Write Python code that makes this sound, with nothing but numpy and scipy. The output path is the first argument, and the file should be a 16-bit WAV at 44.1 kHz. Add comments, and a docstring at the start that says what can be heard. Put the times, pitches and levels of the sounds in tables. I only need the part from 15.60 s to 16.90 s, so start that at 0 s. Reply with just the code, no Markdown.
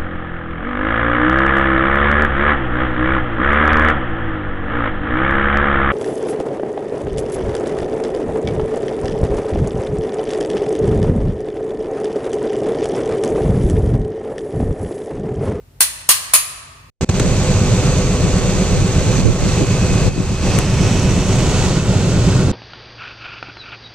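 """Three bright, ringing clacks over a low rumble: a hair straightener snapped shut close to the microphone.
The plastic arms brush, then the metal plates meet and ring, overloading the microphone.
Nearby surfaces throw each clack back and the quiet, bare room rings on.
The hand rubs softly on the handle between the first two clacks."""
import sys
import numpy as np
from scipy import signal
from scipy.fft import rfft, irfft
from scipy.io import wavfile
from scipy.ndimage import uniform_filter1d

SR = 44100
rng = np.random.default_rng(int(sys.argv[2]) if len(sys.argv) > 2 else 0)


def dump_mix(stems):
    """Bounce the given channels to the path in sys.argv[1] as a 16-bit WAV at rate SR."""
    frames = np.atleast_2d(stems).T  # one column per channel
    limited = np.clip(frames, -1, 1)  # hard clip at full scale
    pcm = np.round(limited * 32767).astype(np.int16)
    wavfile.write(sys.argv[1], SR, pcm)


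N = 57330
T, HZ = np.arange(N) / SR, np.fft.rfftfreq(N, 1 / SR)


def amp(db):
    """Decibels to gain."""
    return 10 ** (np.asarray(db) / 20)


def unit_rms(x):
    """Scales to an rms of one."""
    return x / np.sqrt(np.mean(x ** 2) + 1e-20)


def curve(points, hz=HZ):
    """Interpolates a table over log frequency."""
    freq_hz, value = np.transpose(points)
    return np.interp(np.log(hz + 1), np.log(freq_hz), value)


def hump(hz, width_hz):
    """Bell-shaped resonance, peak of one."""
    return np.exp(-((HZ - hz) / width_hz) ** 2)


def fade(t60_s):
    """Exponential decay."""
    return np.exp(-np.log(1000) * T / t60_s)


def add(mix, start_s, sound):
    """Mixes a sound in at start_s."""
    part = mix[:, round(start_s * SR):]
    part += sound[:, :part.shape[1]]


def noise(gain):
    """Coloured noise at the two microphone ports."""
    # left-right likeness: freq_hz, correlation
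    likeness = [(40, 0.89), (90, 1), (250, 0.83), (700, 0.22), (1400, -0.16), (2800, 0.032), (6000, -0.088),
                (15000, 0.3)]
    correlation = curve(likeness)
    left, independent = rfft(rng.standard_normal((2, N)))
    right = correlation * left + np.sqrt(1 - correlation ** 2) * independent
    return irfft(np.array([left, right]) * gain, N)


def ringing(gain, decay_table):
    """Dense overlapping modes, each band dying at its own rate."""
    hz, time_s, bands = signal.stft(noise(gain), SR, nperseg=256)
    decay = amp(-60 * time_s / curve(decay_table, hz)[:, None])
    return signal.istft(bands * decay, SR, nperseg=256)[1][:, :N]


def background():
    """Low rumble, faint hiss and steady hum."""
    # noise floor spectrum: freq_hz, density_db
    floor = [(20, -26), (55, 3.5), (90, -8), (140, 0), (200, -20), (400, -16.5), (800, -22.5), (2000, -28),
             (6000, -33.5), (15000, -36)]
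    # hum tones: pitch_hz, rms_db
    tones = [(59.2, -61), (91, -53), (118.4, -63.5), (250, -64.5)]
    hum = sum(amp(db) * np.sqrt(2) * np.sin(2 * np.pi * (hz * T + rng.random())) for hz, db in tones)
    return amp(-49) * unit_rms(noise(amp(curve(floor)))) + hum


def clack_spectrum(thud_db, hollow_db, ring_db, ring_hz):
    """Stereo gain per frequency of one blow; each favours different modes."""
    # base spectrum: freq_hz, density_db
    base = [(60, -12), (200, -23.5), (450, -12.5), (750, -10.5), (1500, -1), (2600, -1), (5400, -2),
            (8000, 0.5), (11500, -1), (15500, -2)]
    # plastic arm resonances: centre_hz, width_hz, gain_db
    arms = [(631, 74, 8.5), (1054, 193, 7), (1447, 70, -5.5), (2710, 150, 2.5), (3400, 47, 2),
            (4240, 180, 4.5), (6050, 200, -1), (6640, 260, 4)]
    # stereo balance: freq_hz, left_minus_right_db
    balance = [(200, 2.5), (700, -0.5), (1500, -1), (5000, -1), (10000, 2)]
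    span = round(90 / HZ[1])  # 90 Hz in bins
    ripple = uniform_filter1d(uniform_filter1d(rng.standard_normal(len(HZ)), span), span)
    body_db = curve(base) + sum(db * hump(hz, width) for hz, width, db in arms) + 2.3 * unit_rms(ripple)
    blow_db = thud_db * hump(0, 600) + hollow_db * hump(1140, 300) + ring_db * hump(ring_hz, 1240)
    pan_db = curve(balance) * np.array([[.5], [-.5]])
    return amp(body_db + blow_db + pan_db)


def brush(gain, meet_s, rise_s=.0013):
    """The arms touch just before the plates meet."""
    return amp(-17) * noise(gain) * np.exp(-abs(T - meet_s) / rise_s) * (T < meet_s)


def snap(gain):
    """Short noise burst as the plates meet."""
    # snap colour: freq_hz, gain_db
    colour = [(200, -9), (700, -0.5), (3000, -3), (9500, 1.5), (15000, 0.5)]
    return amp(-1.5) * noise(gain * amp(curve(colour))) * fade(t60_s=.035)


def knock(gain_db, pitch_hz):
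    """One fast-dying tone of the impact."""
    return amp(gain_db - 11) * np.sin(2 * np.pi * pitch_hz * T)[None] * fade(t60_s=.04)


def plate_ring(scatter_db=2.5):
    """The metal plates ring, each mode with its own phase at each port."""
    # clearest plate modes: pitch_hz, level_db
    modes = [(2790, -7), (4313, -6), (6617, -1), (6965, -5), (8112, -6), (8623, -6), (9324, 1), (9471, -1),
             (9629, 0), (9690, -1), (9922, -1), (9995, 0), (10104, -1), (10703, -2)]
    ring = np.zeros((2, N))
    for hz, db in modes:
        strength = amp(db + scatter_db * rng.standard_normal())
        ring += strength * np.sin(2 * np.pi * (hz * T + rng.random((2, 1))))
    return amp(-18.5) * ring * fade(t60_s=.22)


def rattle(gain, gain_db):
    """The rattling body and dense near reflections."""
    # rattle decay: freq_hz, t60_s
    decay = [(200, 0.088), (1000, 0.24), (3000, 0.28), (9500, 0.21), (15000, .17)]
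    return amp(gain_db - 4.5) * ringing(gain, decay)


def echoes(gain):
    """Nearby surfaces return the clack as short bursts."""
    # first reflections: delay_s, level_db
    reflections = [(0.0143, -5.5), (.023, -9.5), (.027, -10.5)]
    mix = np.zeros((2, N))
    for delay_s, db in reflections:
        add(mix, delay_s, amp(db) * noise(gain) * fade(t60_s=.024))
    return mix


def room_tail(gain, gain_db, rise_s=.02):
    """The bare room's reverberation builds and dies away."""
    # tail colour: freq_hz, gain_db
    colour = [(150, -15), (350, -1.5), (1000, -1.5), (3000, 0), (7000, -0.5), (10000, 2.5), (12500, -1),
              (15500, 0)]
    # room decay: freq_hz, t60_s
    decay = [(200, 0.81), (1100, 1.82), (3000, 1.285), (6000, 1.027), (10000, 0.66), (14000, 0.42)]
    return amp(gain_db - 20.5) * ringing(gain * amp(curve(colour)), decay) * (1 - np.exp(-T / rise_s))


def clack(start_s, level_db, thud_db, knock_db, knock_hz, hollow_db, ring_db, ring_hz, rattle_db, tail_db):
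    """One closing of the straightener, with the room's response."""
    # colour of rattle and near reflections: freq_hz, gain_db
    bounce = [(250, -6.5), (1000, -3), (2500, -1), (9500, -.5)]
    direct = clack_spectrum(thud_db, hollow_db, ring_db, ring_hz)
    reflected = direct * amp(curve(bounce))
    mix = brush(direct, start_s)
    add(mix, start_s, snap(direct) + knock(knock_db, knock_hz) + plate_ring())
    add(mix, start_s, rattle(reflected, rattle_db) + echoes(reflected) + room_tail(direct, tail_db))
    return amp(level_db) * mix


def hand_rub():
    """The hand shifts softly on the plastic handle."""
    # rub spectrum: freq_hz, density_db
    colour = [(200, -12), (1100, 0), (1600, -5), (2600, -1), (4000, -7), (12000, -18)]
    # hand shifts: centre_s, half_width_s, level_db
    rubs = [(.412, .011, -30)]
    envelope = sum(amp(db) * np.exp(-((T - centre_s) / half_s) ** 2) for centre_s, half_s, db in rubs)
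    return noise(amp(curve(colour))) * envelope


def scene():
    """Three clacks and one rub over the quiet room."""
    # closings: start_s, level_db, thud_db, knock_db, knock_hz,
    # hollow_db, ring_db, ring_hz, rattle_db, tail_db
    closings = [(0.2062, -1, -5, 0, 1576, -6, 8.5, 9620, -1, -1.5),
                (0.4904, 1.5, 0.5, -2.5, 1003, 2.5, 4, 9600, 0.5, 0.5),
                (0.7361, -0.5, 0, -3, 1069, 1, 10, 10300, 1, 0.5)]
    return background() + hand_rub() + sum(clack(*row) for row in closings)


def record(dry):
    """Microphone overload on each clack, then a low-pass."""
    drive_db, knee, cutoff_hz = .5, 7.5, 15550
    hot = dry * amp(drive_db)
    clipped = hot / (1 + abs(hot) ** knee) ** (1 / knee)
    low_pass = signal.firwin(401, cutoff_hz, window=("kaiser", 8), fs=SR)
    return signal.oaconvolve(clipped, low_pass[None], "same")


dry = scene()
out = record(dry)
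dump_mix(out)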